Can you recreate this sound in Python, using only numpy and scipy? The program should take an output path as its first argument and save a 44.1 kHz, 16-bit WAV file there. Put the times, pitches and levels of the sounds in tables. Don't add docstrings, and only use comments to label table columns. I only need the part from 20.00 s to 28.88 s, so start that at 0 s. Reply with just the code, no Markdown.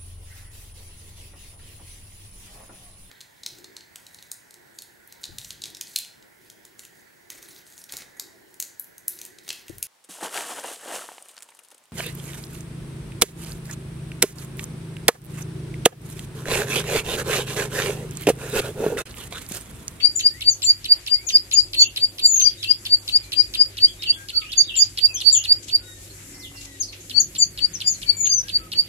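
import sys
import numpy as np
from scipy import signal
from scipy.fft import rfft, irfft
from scipy.io import wavfile
from scipy.ndimage import uniform_filter1d, minimum_filter1d

SR = 44100
rng = np.random.default_rng(int(sys.argv[2]) if len(sys.argv) > 2 else 0)


def int16_out(signal):
    q = np.round(np.clip(np.atleast_2d(signal).T, -1, 1) * 32767)
    wavfile.write(sys.argv[1], SR, q.astype(np.int16))


def undo_db(level):
    steps = np.asarray(level, float) / 20
    return 10 ** steps


N = 391608


def tone(hz, lag_s=0.):
    return np.sin(2 * np.pi * (np.cumsum(hz) / SR - lag_s * hz))


def walk(rate, size=N):
    k = max(int(SR / rate), 1)
    noise = rng.standard_normal(size + 4 * k)
    smooth = uniform_filter1d(uniform_filter1d(noise, k), k)
    return smooth[2 * k:2 * k + size] * np.sqrt(1.5 * k)


def add(out, s, x):
    i = int(s * SR)
    x = x[..., :out.shape[-1] - i]
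    out[..., i:i + x.shape[-1]] += x


def band_noise(noise, low_hz, high_hz):
    return signal.sosfilt(signal.butter(2, (low_hz, high_hz), "band", fs=SR, output="sos"), noise)


def glide(length, hz0, hz1, edge):
    n = int(length * SR)
    return np.sqrt(2) * tone(np.geomspace(hz0, hz1, n)) * signal.windows.tukey(n, edge)


def sing(notes, partials, left_lag_s, wobble, flutter_db, fade_s):
    out = np.zeros((2, N))
    for note in notes:
        s, hz, left_db, right_db = note.T
        t = np.arange(s[0] - fade_s, s[-1] + fade_s, 1 / SR)
        shake = walk(240, size=len(t)) + 1.51 * walk(44.5, size=len(t))
        pitch = np.interp(t, s, hz) * (1 + wobble * shake)
        fade = np.clip(np.minimum(t - t[0], t[-1] - t) / fade_s, 0, 1)
        for port, (db, lag_s) in enumerate([(left_db, left_lag_s), (right_db, 0.)]):
            gain = np.sqrt(2) * fade * undo_db(np.interp(t, s, db))
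            for multiple, *part_db in partials:
                depth_db = flutter_db * (1 if multiple == 1 else 2.5)
                flutter = undo_db(depth_db * walk(130, size=len(t)))
                partial = flutter * undo_db(part_db[port]) * tone(multiple * pitch, lag_s)
                add(out[port], t[0], gain * partial)
    return out


# multiple of the strongest tone's pitch, level at the left and at the right port in dB.
CHIP_PARTIALS = [
    (.5, -34.5, -40.5),
    (1, 6.5, 4.5),
    (1.5, -26.5, -35),
    (2, -28, -28.5),
    (2.5, -99, -32.5),
    (3, -66, -33),
]
# end in seconds, length of the loud part in seconds, strongest tone in Hz, left and right level in dB.
CHIPS_NEAR = [(0.069, 0.033, 4680, -12.5, -25), (0.277, 0.022, 4770, -9, -12.5),
              (0.498, 0.027, 4707, -11.5, -14.5), (0.716, 0.038, 4673, -13.5, -13.0),
              (0.935, 0.025, 4714, -12.5, -8.5), (1.155, 0.033, 4724, -11.5, -18.5),
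              (1.37, 0.019, 4800, -6, -8), (1.603, 0.034, 4720, -9.5, -22),
              (1.839, 0.053, 4540, -12.5, -11.5), (2.055, 0.032, 4677, -15.5, -16),
              (2.27, 0.027, 4668, -11, -11.5), (2.486, 0.031, 4687, -9.5, -19.5),
              (2.725, 0.028, 4743, -11.5, -18.5), (2.952, 0.032, 4656, -13.5, -13.5),
              (3.173, 0.029, 4674, -12, -14), (3.412, 0.029, 4787, -9, -29),
              (3.629, 0.032, 4790, -10.5, -17), (3.86, 0.032, 4710, -12.0, -11)]
CHIPS_AWAY = [(4.116, 0.024, 4650, -16, -12), (4.391, 0.033, 4580, -22, -15.5),
              (4.622, 0.038, 4695, -20, -11.5), (4.836, 0.033, 4803, -23, -8.5),
              (5.067, 0.032, 4735, -21.5, -8.5), (5.299, 0.033, 4700, -25, -4.5),
              (5.533, 0.036, 4720, -17.5, -10), (5.764, 0.028, 4717, -19, -13),
              (7.195, 0.036, 4544, -13.5, -32), (7.437, 0.021, 4640, -11.0, -19),
              (7.66, 0.033, 4680, -14.5, -22), (7.892, 0.026, 4770, -18, -20.5),
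              (8.11, 0.019, 4630, -12.5, -20), (8.339, 0.031, 4790, -20, -19),
              (8.574, 0.032, 4710, -20, -17), (8.812, 0.036, 4686, -18.5, -14.5)]


def chips():
    swell_s, crest_s = .026, .0099
    scoop_hz, scoop_spread, close_spread_hz = 197.6, .6, 70
    end, loud, hz, left_db, right_db = np.array(CHIPS_NEAR + CHIPS_AWAY).T[..., None]
    s = np.hstack([np.maximum(end - loud - swell_s, .005), end - loud, end - crest_s, end])
    db = np.array([-29.5, -9.5, 1.5, -8])
    scoop, close = rng.standard_normal((len(end), 2)).T[..., None]
    depth_hz = scoop_hz * (1 + scoop_spread * scoop)
    hz = hz - depth_hz * np.array([0.86, 0.294, 0, 0.063])
    hz = hz + close_spread_hz * close * np.array([0, 0, 0, 1])
    notes = np.stack([s, hz, left_db + db, right_db + db], axis=2)
    return sing(notes, CHIP_PARTIALS, left_lag_s=1.36e-4, wobble=.006, flutter_db=2.0, fade_s=.007)


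# start in seconds from the pair's time, length in seconds, first and last pitch in Hz, level in dB.
TICK_SHAPE = [
    (-.0138, .0055, 6500, 2200, -1),
    (-.0065, .016, 5000, 2400, 1),
]
# time in seconds, level in dB.
TICKS_NEAR = [(0.206, -27), (0.421, -29.5), (0.633, -28), (0.857, -28.5), (1.077, -28.5), (1.301, -26.5),
              (1.526, -27.5), (1.746, -26.5), (1.974, -25), (2.196, -30), (2.411, -26.5), (2.642, -27),
              (2.865, -26.5), (3.091, -27.5), (3.333, -26.5), (3.551, -26.5)]
TICKS_AWAY = [(3.783, -31.5), (4.035, -29), (4.299, -31), (4.532, -30.5), (4.768, -30), (4.987, -25.5),
              (5.216, -28.5), (5.452, -27.5), (5.696, -35), (7.11, -33.5), (7.363, -32.5), (7.588, -32),
              (7.816, -29.5), (8.03, -32), (8.267, -30.5), (8.496, -32), (8.731, -29.5)]


def ticks():
    rasp, spit_db, overtone_db, left_db = .5, -15, -20, -2
    out = np.zeros((2, N))
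    for s, tick_db in TICKS_NEAR + TICKS_AWAY:
        left_lag_s = 1.4e-4 if s < 3.75 else 3e-4
        for start, length, hz0, hz1, db in TICK_SHAPE:
            fall = glide(length, hz0, hz1, 0.44)
            fall = fall + undo_db(overtone_db) * glide(length, 2.6 * hz0, 2.7 * hz1, 1.0)
            n = len(fall)
            for port, (lag_s, pan_db) in enumerate([(left_lag_s, left_db), (0, 0)]):
                rough = 1 + rasp * walk(1400, size=n)
                spit = undo_db(spit_db) * rng.standard_normal(n) * np.hanning(n)
                add(out[port], s + start + lag_s, (fall * rough + spit) * undo_db(db + tick_db + pan_db))
    return out


# multiple of its pitch, left and right level in dB.
WHISTLE_PARTIALS = [
    (1, 0, 0),
    (2, -33, -24),
]
# start in seconds, length of the slow fall in seconds, first pitch in Hz,
# pitch after the slow fall in Hz, level in dB.
WHISTLES = [(0.156, 0.037, 7260, 6860, -18.5), (0.487, 0.035, 7150, 6550, -21.5),
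            (0.629, 0.06, 7410, 6850, -17), (1.27, 0.02, 6840, 6420, -20.5),
            (1.528, 0.03, 7030, 6810, -15.5), (1.794, 0.034, 7050, 6660, -17.5),
            (2.238, 0.21, 7270, 6106, -16.5), (4.576, 0.017, 6940, 6250, -17.5),
            (4.765, 0.045, 7330, 6600, -14), (5.144, 0.027, 6550, 5920, -21),
            (5.32, 0.055, 7350, 6720, -14), (6.801, 0.016, 6740, 6410, -19.5),
            (7.196, 0.014, 7000, 6440, -15), (7.384, 0.041, 7250, 6740, -13.5),
            (7.737, .017, 6740, 5880, -25), (7.866, 0.055, 7110, 6640, -18.5),
            (8.169, .225, 7100, 5955, -19.5)]


def whistles():
    rise_share, dive_s, dive_hz, right_db = .2, 0.017, 850, -12.5
    start, fall, first, last, level = np.array(WHISTLES).T[..., None]
    share = np.array([0, rise_share, 1, 1])
    dive = np.array([0, 0, 0, 1])
    s = start + share * fall + dive * dive_s
    hz = first + share ** 1.12 * (last - first) - dive * dive_hz
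    db = level + np.array([-8, 0, 0, -15])
    notes = np.stack([s, hz, db, db + right_db], axis=2)
    return sing(notes, WHISTLE_PARTIALS, left_lag_s=3.6e-5, wobble=0.0031, flutter_db=3., fade_s=0.004)


# seconds from its start, pitch in Hz, level in dB.
SWOOP = [
    (0, 3650, -3.5),
    (0.031, 4050, -13.5),
    (.045, 3600, 3.5),
    (.068, 2680, 2.5),
    (.095, 2800, -2),
    (.125, 3400, -1.5),
]
# start in seconds, stretch in time (1 = as written), level in dB.
SWOOPS = [
    (1.776, 0.89, -33.5),
    (2.575, 1.02, -33.5),
    (3.995, 1.12, -34.5),
    (4.641, .95, -32),
    (5.298, 0.99, -31.5),
]


def swoops():
    s, hz, db = np.transpose(SWOOP)
    notes = []
    for start, stretch, level in SWOOPS:
        notes.append(np.transpose([start + stretch * s, hz, level + db, level + db]))
    return sing(notes, [(1, 0, 0)], left_lag_s=0., wobble=.008, flutter_db=2., fade_s=.005)[0]


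def calls(table, edge, octave_db):
    out = np.zeros(N)
    for s, length, hz0, hz1, db in table:
        octave = undo_db(octave_db) * glide(length, 2 * hz0, 2 * hz1, edge)
        add(out, s, undo_db(db) * (glide(length, hz0, hz1, edge) + octave))
    return out


# start in seconds, length in seconds, first and last pitch in
# Hz, level in dB.
CHATTER = [(0.0, 0.0039, 3900, 2256, -27), (2.352, 0.0092, 4460, 2380, -38), (2.44, 0.059, 3350, 3240, -42),
           (3.22, 0.027, 4660, 3980, -48), (3.86, 0.026, 3025, 3420, -33.5), (4.41, 0.01, 3950, 2220, -33),
           (4.425, .045, 2300, 2940, -40.5), (4.485, 0.021, 2690, 3470, -37),
           (4.51, 0.043, 3516, 3370, -36.5), (5.07, 0.071, 2720, 2437, -39.5),
           (5.15, 0.026, 3060, 3490, -30.5), (6.095, 0.013, 4380, 4140, -46),
           (6.34, 0.014, 5900, 4160, -40.5), (6.39, 0.035, 6060, 3940, -42), (6.43, 0.04, 3780, 2750, -41),
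           (6.555, 0.021, 5900, 4160, -42), (6.64, 0.014, 7800, 5000, -44),
           (6.815, 0.015, 6400, 4460, -26.5), (6.878, 0.012, 4680, 4120, -36.5),
           (6.922, 0.008, 7240, 2140, -34.5), (7.0, .01, 7560, 6000, -40), (7.53, 0.023, 4580, 4100, -46),
           (7.93, 0.029, 4660, 3980, -38.5)]
FAR = [(.3, .12, 1750, 2300, -50), (1.12, 0.18, 1950, 2600, -52), (4.15, 0.11, 1596, 1618, -49),
       (4.32, .13, 1420, 1230, -51), (5.82, 0.13, 3820, 3720, -49), (5.8, .1, 1450, 1480, -54),
       (5.85, .15, 1900, 1800, -54), (6.33, 0.27, 2080, 2000, -53), (6.65, 0.11, 1985, 1900, -50),
       (6.53, 0.1, 2780, 2760, -49), (6.68, .1, 3900, 3800, -53), (3.2, .3, 2350, 2450, -56),
       (8.0, 0.28, 2360, 2256, -51.5), (8.4, 0.081, 1534, 1680, -52), (8.59, 0.088, 1325, 1257, -52)]


def stray_calls():
    return calls(CHATTER + FAR, edge=0.1, octave_db=-16.5) + swoops()


# start in seconds, length in seconds, centre in Hz, level in dB.
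RUSTLES = [
    (5.614, 0.12, 5060, -43),
    (6.509, 0.064, 1080, -39),
    (6.599, 0.07, 4600, -39.5),
]


def rustles():
    out = np.zeros((2, N))
    for s, length, hz, db in RUSTLES:
        n = int(length * SR)
        grit = rng.standard_normal((2, n)) * undo_db(3.7 * walk(143, size=n)) * signal.windows.tukey(n, .4)
        add(out, s, undo_db(db) * band_noise(grit, hz / 2, 1.4 * hz))
    return out


# delay at the left port and at the right port in seconds, level in dB.
ECHOES = [
    (.0046, 0.004, -9.5),
    (0.0118, .0092, -17.5),
    (0.0165, .0205, -17),
]


def echoes(x):
    out = x.copy()
    for left_s, right_s, db in ECHOES:
        for port, s in enumerate([left_s, right_s]):
            add(out[port], s, undo_db(db) * x[1 - port])
    return out


def room(x, t60, wet_db, gap_s):
    t = np.arange(SR // 4) / SR
    tail = rng.standard_normal((2, len(t))) * undo_db(-60 * t / t60) * (t > gap_s)
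    tail /= np.sqrt((tail ** 2).sum(axis=1, keepdims=True))
    return undo_db(wet_db) * signal.fftconvolve(np.atleast_2d(x), tail, axes=1)[:, :N]


# resonance in Hz, width in Hz, boost in dB.
PORTS = [
    (7370, 1450, 12),
    (11130, 1630, 13),
]


def ports(x):
    out = []
    for sound, (hz, width, db) in zip(x, PORTS):
        ringing = signal.lfilter(*signal.iirpeak(hz, hz / width, fs=SR), sound)
        out.append(sound + undo_db(db) * ringing)
    return np.array(out)


# start in seconds, length in seconds, first and last pitch in Hz, level in dB.
DRONES = [
    (6.2, 0.75, 288, 273, -54),
    (7.08, 0.168, 259.5, 233, -50.5),
]


def drones():
    return calls(DRONES, edge=0.4, octave_db=-19)


# time in seconds, level in dB.
TRAFFIC = [
    (6.601, -66),
    (7.3, -49.5),
]


def hum():
    mains_hz, mains_db = 99.4, -51
    mains_gain = np.sqrt(2) * undo_db(mains_db + 2.1 * walk(14.2))
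    mains = mains_gain * tone(mains_hz * (1 + 0.0031 * walk(3.2)))
    road = band_noise(rng.standard_normal(N), 125, 200)
    road_db = np.interp(np.arange(N) / SR, *np.transpose(TRAFFIC)) - 4.0
    return mains + road / road.std() * undo_db(road_db)


# frequency in Hz, level in dB per Hz.
AIR = [(28, -9.5), (48, 7), (66, -0.5), (82, -6.5), (130, -5), (220, -12), (360, -4), (450, -18),
       (520, -10.5), (600, -16.5), (1100, -21.5), (2200, -16), (5000, -21), (15500, -30.5)]


def air():
    level_db = -46.5
    hz = np.fft.rfftfreq(N, 1 / SR)[1:]
    table_hz, table_db = np.transpose(AIR)
    colour = undo_db(np.interp(np.log(hz), np.log(table_hz), table_db))
    alike = .97 / (1 + (hz / 520) ** 4.3)
    noise = rfft(rng.standard_normal((2, N)))[:, 1:]
    mid, side = noise * colour * np.sqrt([1 + alike, 1 - alike])
    both = np.array([mid + side, mid - side])
    octave = np.log2(hz / 28)
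    out = 0
    for band in range(10):
        share = np.clip(1 - abs(octave - band), 0, 1)
        flicker = undo_db(1.3 * walk(5) + 2.2 * walk(18))
        out = out + flicker * irfft(np.pad(share * both, ((0, 0), (1, 0))), N)
    return out * undo_db(level_db) / out.std()


def scene():
    singer, pairs, second, others = chips(), ticks(), whistles(), stray_calls()
    head_turns = walk(260) + .25 * walk(1500)
    chip_room = room(singer.sum(axis=0) * head_turns, t60=.18, wet_db=-16.5, gap_s=.006)
    tick_room = room(pairs[1], t60=.19, wet_db=-9, gap_s=.003)
    second_room = room(second[0], t60=0.16, wet_db=-9, gap_s=.003)
    others_direct = undo_db(-11.5) * others * np.array([[1], [-1]])
    others_room = room(others * (1 + 0.39 * walk(107)), t60=0.18, wet_db=0, gap_s=0.00076)
    broad = ports(echoes(pairs) + tick_room + rustles() + air())
    birds = singer + chip_room + echoes(second) + second_room + others_direct + others_room
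    return birds + broad + drones() + hum()


def band_limit(x):
    return signal.sosfilt(signal.butter(12, 15630, fs=SR, output="sos"), x)


def record(dry):
    ceiling, top_hz = .985, 15600
    peak = -minimum_filter1d(-abs(dry), size=301, axis=1)
    gain = np.minimum(1, ceiling / (peak + 1e-9))
    loud = dry * uniform_filter1d(gain, size=150, axis=1)

    cells = signal.stft(loud, nperseg=512)[2]
    power = uniform_filter1d(uniform_filter1d(abs(cells) ** 2, size=5, axis=1), size=3, axis=2)
    nearby = -minimum_filter1d(-power, size=29, axis=1, origin=6)
    nearby = -minimum_filter1d(-nearby, size=13, axis=2, origin=4)

    chance = rng.standard_normal((2, 33, power.shape[2] // 4 + 1))
    patches = np.kron(chance, np.ones((8, 4)))[:, :257, :power.shape[2]]
    threshold = (nearby * undo_db(2 * -41) + undo_db(2 * -81)) * undo_db(11 * patches)
    thinned = cells * np.where(power < threshold, undo_db(-22), 1)
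    kept = signal.istft(thinned, nperseg=512)[1][:, :N]
    kept = signal.sosfilt(signal.ellip(10, .2, 70, top_hz, fs=SR, output="sos"), kept)
    return band_limit(kept)


dry = scene()
out = record(dry)
int16_out(out)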